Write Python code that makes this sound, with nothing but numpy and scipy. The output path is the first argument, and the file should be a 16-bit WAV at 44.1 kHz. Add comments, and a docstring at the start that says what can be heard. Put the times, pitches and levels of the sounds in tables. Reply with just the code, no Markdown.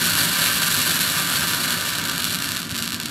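"""A yard at night: a flare burns a few metres from a camera. Its flame rumbles as low filtered noise.
Thousands of grain pops, random impulses through one ring, merge into a sputtering hiss over a gas jet
of filtered noise; the loudest pops have set times. The hiss thins and loses treble as the flare dies down.
Ground and walls return the pops as four delayed copies and a short scattered tail."""
import sys
import numpy as np
from scipy import signal
from scipy.fft import rfft, irfft
from scipy.io import wavfile
from scipy.ndimage import uniform_filter1d, map_coordinates

SR = 44100
rng = np.random.default_rng(int(sys.argv[2]) if len(sys.argv) > 2 else 0)


def persist_wave(psi):
    """Save psi, clipped to +-1, as 16-bit WAV."""
    counts = np.round(np.clip(psi, -1, 1) * 32767).astype(np.int16)
    wavfile.write(sys.argv[1], SR, np.atleast_2d(counts).T)


N = 136710

DYING_DB = -24  # burning level [dB] under which the pops thin out; also where the treble gain is 0 dB


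def undb(db):
    """Decibels to amplitude ratio: 20 dB is a factor of ten."""
    return 10 ** (np.asarray(db) / 20)


def unit(x):
    """Normalise to a root-mean-square amplitude of 1."""
    return x / np.sqrt(np.mean(x ** 2))


def level_over_time(table):
    """Envelope: linear interpolation in dB of a (time [s], level [dB]) table at every sample."""
    return np.interp(np.arange(N) / SR, *np.array(table).T)


def shape_db(table, size):
    """Spectral envelope: a (frequency [Hz], level [dB]) table on a log-frequency axis, at every bin."""
    table = np.array(table, float)
    hz = np.arange(size // 2 + 1) * SR / size + 1  # 1 Hz up, to keep the logarithm finite
    return np.interp(np.log(hz), np.log(table[:, 0]), table[:, 1])


def colour(x, table, rings=()):
    """Zero-phase filtering: weight the spectrum by a table plus resonance peaks (Hz, width Hz, dB)."""
    db = shape_db(table, len(x))
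    hz = np.arange(len(x) // 2 + 1) * SR / len(x)
    for centre_hz, width_hz, top_db in rings:
        db = db + top_db / (1 + (2 * (hz - centre_hz) / width_hz) ** 2)
    return irfft(rfft(x) * undb(db), len(x))


def walk(rate):
    """Random modulation: held random levels, rate per second, smoothed twice by a moving mean; rms 1."""
    hold = max(int(SR / rate), 1)
    steps = np.repeat(rng.standard_normal(N // 50), hold)[:N]
    return unit(uniform_filter1d(uniform_filter1d(steps, hold), hold))


def clicks(seconds, size):
    """Impulse train: each impulse is shared by two samples, which places it between them."""
    at = np.clip(seconds * SR, 0, N - 2)
    i = at.astype(int)
    later = at - i
    return np.bincount(i, size * (1 - later), N) + np.bincount(i + 1, size * later, N)


def rumble():
    """Combustion roar: low noise with narrow resonances; it fades far less than the crackle."""
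    # Spectrum of the flame's roar: (frequency [Hz], level per Hz [dB])
    roar_colour = [(15, -64), (25, -34), (102, -5.5), (130, -7.5), (167, 1), (205, -10.5), (243, -3),
                   (312, -8.5), (334, -14), (379, -9.5), (430, -28), (700, -23), (910, -67), (1540, -120)]
    # Boomy notes: (frequency [Hz], width [Hz], lift [dB])
    boomy_notes = [(101.6, 10, 4.5), (180.8, 9.4, 5.5), (230.3, 4.1, 7.5), (274, 13, 1.5)]
    # Side signal relative to mid: (frequency [Hz], level [dB])
    side_colour = [(30, -16), (70, -29), (200, -29), (400, -7.5), (800, -3)]
    # Roar over time: (time [s], level of the mid signal [dB])
    roar_levels = [(0.0, -30.5), (0.28, -30), (0.35, -33.5), (1.06, -32), (1.23, -34.5), (1.43, -31.5),
                   (1.93, -35.5), (1.96, -33.5), (2.64, -35.5), (2.71, -33), (3.03, -36), (3.1, -33.5)]
    mid, side = (colour(rng.standard_normal(N), roar_colour, boomy_notes) for _ in range(2))
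    side = colour(side, side_colour)
    gain = undb(level_over_time(roar_levels))
    return gain * np.array([mid + side, mid - side]) / np.std(mid)


def yard(x):
    """Reflection and reverberation: discrete echoes, then a decaying tail that differs left and right."""
    # Ground, a box and two walls: (delay [ms], level [dB])
    echoes = [(1.75, -17), (5.08, -16), (12.0, -24), (12.74, -16)]
    # Left-right difference in the scattered sound: (frequency [Hz], level relative to the tail [dB])
    side_colour = [(300, -11), (700, 4.5), (1400, -10.5), (2000, 1.5), (3000, -9.5), (4200, -3),
                   (6500, -10.5), (8000, -36.5), (11000, -52)]
    # Balance, which leans to the right mid-range: (frequency [Hz], left minus right [dB])
    lean = [(200, -.1), (700, -.7), (1300, -.5), (3000, -.9), (5000, -.7), (6500, 0)]
    tail_db, t60_s, build_up_s = -13, 0.24, 0.008

    near = x.copy()
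    for delay_ms, db in echoes:
        near += undb(db) * map_coordinates(x, [np.arange(N) - delay_ms * SR / 1000], order=1)

    t = np.arange(SR // 2) / SR
    fade = np.exp(-np.log(1000) * t / t60_s) * np.minimum(t / build_up_s, 1)  # 60 dB down after t60_s
    mid_tail, side_tail = rng.standard_normal((2, len(t))) * fade / np.sqrt(np.sum(fade ** 2))
    mid = near + undb(tail_db) * signal.fftconvolve(x, mid_tail)[:N]
    side = undb(tail_db) * colour(signal.fftconvolve(x, side_tail)[:N], side_colour)

    left = colour(mid + side, [(hz, db / 2) for hz, db in lean])
    right = colour(mid - side, [(hz, -db / 2) for hz, db in lean])
    return np.array([left, right])


def burn_db():
    """Source strength: the burning level that drives the crackle, its pop rate and its treble."""
    # Burning over time: (time [s], crackle level before the hiss filters [dB])
    burning = [(0, -23.5), (.7, -23.5), (1.08, -23.5), (1.2, -25.5), (1.54, -24.5), (1.72, -28),
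               (1.96, -28), (2.03, -32), (2.2, -31), (2.29, -28), (2.4, -33), (2.46, -31.5), (2.58, -33),
               (2.66, -36.5), (2.74, -35), (2.81, -33), (2.9, -36), (2.96, -35.5), (2.99, -41), (3.02, -35),
               (3.1, -39)]
    return level_over_time(burning)


def gas_jet(sputter_db):
    """Jet noise: turbulent outflow as coloured noise that follows part of the sputter."""
    # Spectrum of the jet: (frequency [Hz], level per Hz [dB])
    jet_colour = [(300, -13.5), (440, -13), (605, -8.5), (874, -12), (958, -4.5), (1120, -7.5), (1280, -4),
                  (1520, 0), (2000, -10.5), (3000, -7.5), (4440, -7.5), (4940, -14), (8000, -14.5),
                  (13000, -22), (16000, -18.5)]
    # Jet over time: (time [s], level before the hiss filters [dB])
    jet_levels = [(0, -27), (.1, -26.5), (.47, -28), (1.1, -28), (1.55, -28), (1.94, -29.5), (2.05, -30),
                  (2.3, -33), (2.58, -33.5), (2.67, -38), (2.78, -34), (2.99, -37.5), (3.1, -36.5)]
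    sputter_share = 0.71  # dB per dB of sputter
    noise = unit(colour(rng.standard_normal(N), jet_colour))
    return noise * undb(level_over_time(jet_levels) + sputter_share * sputter_db)


def pop_ring():
    """Impulse response: a minimum-phase ring through an all-pass, opened by a short dip; peak 1."""
    # A pop through the tube mouth and the camera body: (frequency [Hz], level per Hz [dB])
    pop_colour = [(300, -21.5), (500, -23), (900, -18), (1190, -8.5), (1520, -5), (2000, -10.5), (2560, -5),
                  (2840, -2), (3120, -4), (4440, -0.5), (4940, -8.5), (5670, -6.5), (6220, -10.5),
                  (7820, -4.5), (8580, -8), (12200, -2.5), (16000, -18)]
    size, floor_db = 4096, -45
    suction = 0.8  # strength of the opening dip
    # Folding the cepstrum onto positive times makes the response causal and minimum-phase
    cepstrum = irfft(np.log(undb(np.maximum(shape_db(pop_colour, size), floor_db))), size)
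    cepstrum[1:size // 2] *= 2
    cepstrum[size // 2:] = 0
    ring = irfft(np.exp(rfft(cepstrum)), size)[:size // 4]
    # The three-sample all-pass sends an inverted copy ahead of the pop
    ring = signal.lfilter([-suction, 0, 0, 1], [1, 0, 0, -suction], ring)
    return ring / np.abs(ring).max()


def crackle(db, sputter_db, ring):
    """Shot noise: random grain bursts that grow rarer and stand out more as the burning level falls."""
    pops_per_s, thin_per_db = 3500, 0.06  # full rate; fall of log rate per dB under DYING_DB
    growth = 0.5  # exponent by which rarer pops gain amplitude
    scatter_db, loudest_db = 6, 13  # exponential scale and cap, over the smallest pop
    rate = pops_per_s * np.exp(thin_per_db * np.minimum(db - DYING_DB, 0))
    fires, size_draw, offset = rng.random((N, 3)).T
    i = np.flatnonzero(fires < rate / SR)
    size_db = np.minimum(-scatter_db * np.log(1 - size_draw[i]), loudest_db)
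    size = undb(size_db) * (pops_per_s / rate[i]) ** growth
    impulses = unit(clicks((i + offset[i]) / SR, size)) * undb(db + sputter_db)
    return signal.fftconvolve(impulses, ring)[:N] / np.sqrt(np.sum(ring ** 2))


def loud_pops(ring):
    """Linear superposition: the loudest single pops, each a scaled copy of the ring."""
    # Loudest pops: (time [s], peak before the treble filter [dB])
    pops = [(0.042, -4), (0.0557, -1), (0.0964, -4), (0.1012, -2), (0.1063, -4), (0.1201, -3), (0.1353, -3),
            (0.1533, 0), (0.1744, -4), (0.1873, -3), (0.19, -4), (0.2063, -4), (0.2329, -3), (0.2557, -3),
            (0.3992, -4), (0.4419, -3), (0.4618, -3), (0.5167, -4), (0.6196, -4), (0.6312, -3),
            (0.6336, -4), (0.7442, -2), (0.7541, -1), (0.7664, -4), (0.8175, -3), (0.8267, -4),
            (0.9079, -3), (0.9654, -5), (0.992, -3), (1.0071, -4), (1.0118, -5), (1.0176, -4), (1.0306, -2),
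            (1.0903, -4), (1.0997, -5), (1.2239, -5), (1.2738, -6), (1.2898, -5), (1.2967, -6),
            (1.3012, -5), (1.371, -5), (1.3874, -5), (1.4725, -5), (1.4775, -7), (1.4829, -4), (1.5347, -3),
            (1.5482, -6), (1.6428, -6), (1.657, -5), (1.6789, -8), (1.7066, -2), (1.7148, -8), (1.72, -8),
            (1.7248, -7), (1.7293, -7), (1.742, -5), (1.7744, -8), (1.7858, -8), (1.8102, -4), (1.815, -6),
            (1.8636, -8), (1.8912, -5), (1.8938, -9), (1.8956, -8), (1.8969, -9), (1.9043, -6),
            (1.9365, -9), (1.9384, -9), (1.9532, -9), (1.9563, -8), (1.9803, -7), (1.9854, -4),
            (1.9981, -8), (2.0165, -8), (2.0398, -6), (2.0531, -4), (2.0545, -8), (2.0578, -8),
            (2.0744, -8), (2.084, -6), (2.088, -8), (2.093, -9), (2.0974, -1), (2.1138, -7), (2.1182, -9),
            (2.1353, -9), (2.1518, -9), (2.1596, -8), (2.1621, -8), (2.18, -3), (2.1928, -9), (2.2017, -8),
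            (2.206, -6), (2.2207, -7), (2.2234, -7), (2.2325, -8), (2.2372, -7), (2.2434, 2), (2.252, -3),
            (2.2534, -10), (2.2706, -7), (2.2809, -8), (2.2859, -10), (2.2966, -8), (2.3043, -8),
            (2.3085, -5), (2.3131, -9), (2.315, -8), (2.3244, -9), (2.3261, -10), (2.3406, -9),
            (2.3461, -2), (2.3519, -4), (2.3565, -10), (2.358, -5), (2.3674, -9), (2.3872, -8),
            (2.3893, -7), (2.402, -8), (2.4207, -9), (2.4236, -3), (2.4368, -8), (2.4431, -6), (2.445, -9),
            (2.4517, -9), (2.4574, -8), (2.4588, -11), (2.4856, -11), (2.4902, -3), (2.4991, -11),
            (2.5074, -10), (2.5089, -10), (2.5132, -10), (2.5195, -2), (2.5301, -11), (2.5489, -8),
            (2.5541, -10), (2.5635, -8), (2.5694, -2), (2.5756, -12), (2.5768, -12), (2.5785, -10),
            (2.592, -10), (2.601, -10), (2.6039, -10), (2.6184, -7), (2.6304, -8), (2.6687, -13),
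            (2.694, -10), (2.7107, -11), (2.7156, -8), (2.7234, -10), (2.7448, -8), (2.7509, -7),
            (2.7559, -8), (2.7575, -13), (2.7601, -9), (2.7645, -9), (2.7661, -7), (2.7778, -8),
            (2.7806, -6), (2.7868, -5), (2.7907, -9), (2.792, -7), (2.801, -10), (2.8244, -2), (2.8322, -8),
            (2.8375, -8), (2.8418, -8), (2.8437, -10), (2.8477, -11), (2.8547, -9), (2.8607, -8),
            (2.8731, -13), (2.8775, -2), (2.89, -10), (2.8986, -13), (2.9056, -7), (2.9213, -4),
            (2.9298, -7), (2.933, -11), (2.9366, -12), (2.9448, -2), (2.951, -12), (2.9637, -11),
            (3.001, -3), (3.0153, -11), (3.0269, -11), (3.0319, -13), (3.0338, -8), (3.0574, -5),
            (3.0596, -3), (3.0648, -13), (3.0846, -11), (3.095, -13)]
    seconds, peak_db = np.array(pops).T
    return signal.fftconvolve(clicks(seconds, undb(peak_db)), ring)[:N]


def fade_treble(hiss, db):
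    """Band splitting: the treble falls faster than the rest, with the burning level averaged over time."""
    split_hz, follows, average_s = 8400, 0.41, 0.3  # follows: treble dB per dB of burning
    low = signal.sosfiltfilt(signal.butter(2, split_hz, fs=SR, output="sos"), hiss)
    slow_db = uniform_filter1d(db, int(average_s * SR))
    return low + (hiss - low) * undb(follows * (slow_db - DYING_DB))


def flare():
    """Superposed sources: crackle and jet share one sputter and resonances; the loud pops join them."""
    # Narrow resonances in the hiss: (frequency [Hz], width [Hz], lift [dB])
    hiss_rings = [(1193, 30, 7), (1420, 30, 4), (1482, 30, 5), (1550, 70, 4), (1669, 30, 3), (1742, 30, 6),
                  (1820, 40, 4), (1905, 30, 5), (2165, 40, 4), (2355, 40, 3), (4487, 60, 2)]
    db, ring = burn_db(), pop_ring()
    sputter_db = 1.5 * walk(100)  # 1.5 dB rms, 100 random levels per second
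    hiss = crackle(db, sputter_db, ring) + gas_jet(sputter_db)
    hiss = colour(hiss, [(1000, 0.03)], hiss_rings)  # one point: a flat 0.03 dB under the peaks
    return fade_treble(loud_pops(ring) + hiss, db)


def scene():
    """Superposition at the listening point: the flare with its reflections, over the flame's rumble."""
    return yard(flare()) + rumble()


def record(dry):
    """Band limiting and soft saturation: the camera cuts deep bass and top and rounds the loudest pops."""
    # The microphone loses the top: (frequency [Hz], level [dB])
    microphone = [(13500, 0), (14400, -1), (14650, -6), (15700, -8)]
    low_cut_hz, top_hz = 46, 15740
    x = [colour(channel, microphone) for channel in dry]
    x = signal.sosfilt(signal.butter(2, low_cut_hz, "high", fs=SR, output="sos"), x)
    rounded = x / (1 + x ** 4) ** .25  # stays within -1 to 1
    return signal.sosfilt(signal.ellip(12, .3, 70, top_hz, fs=SR, output="sos"), rounded)


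dry = scene()
out = record(dry)
persist_wave(out)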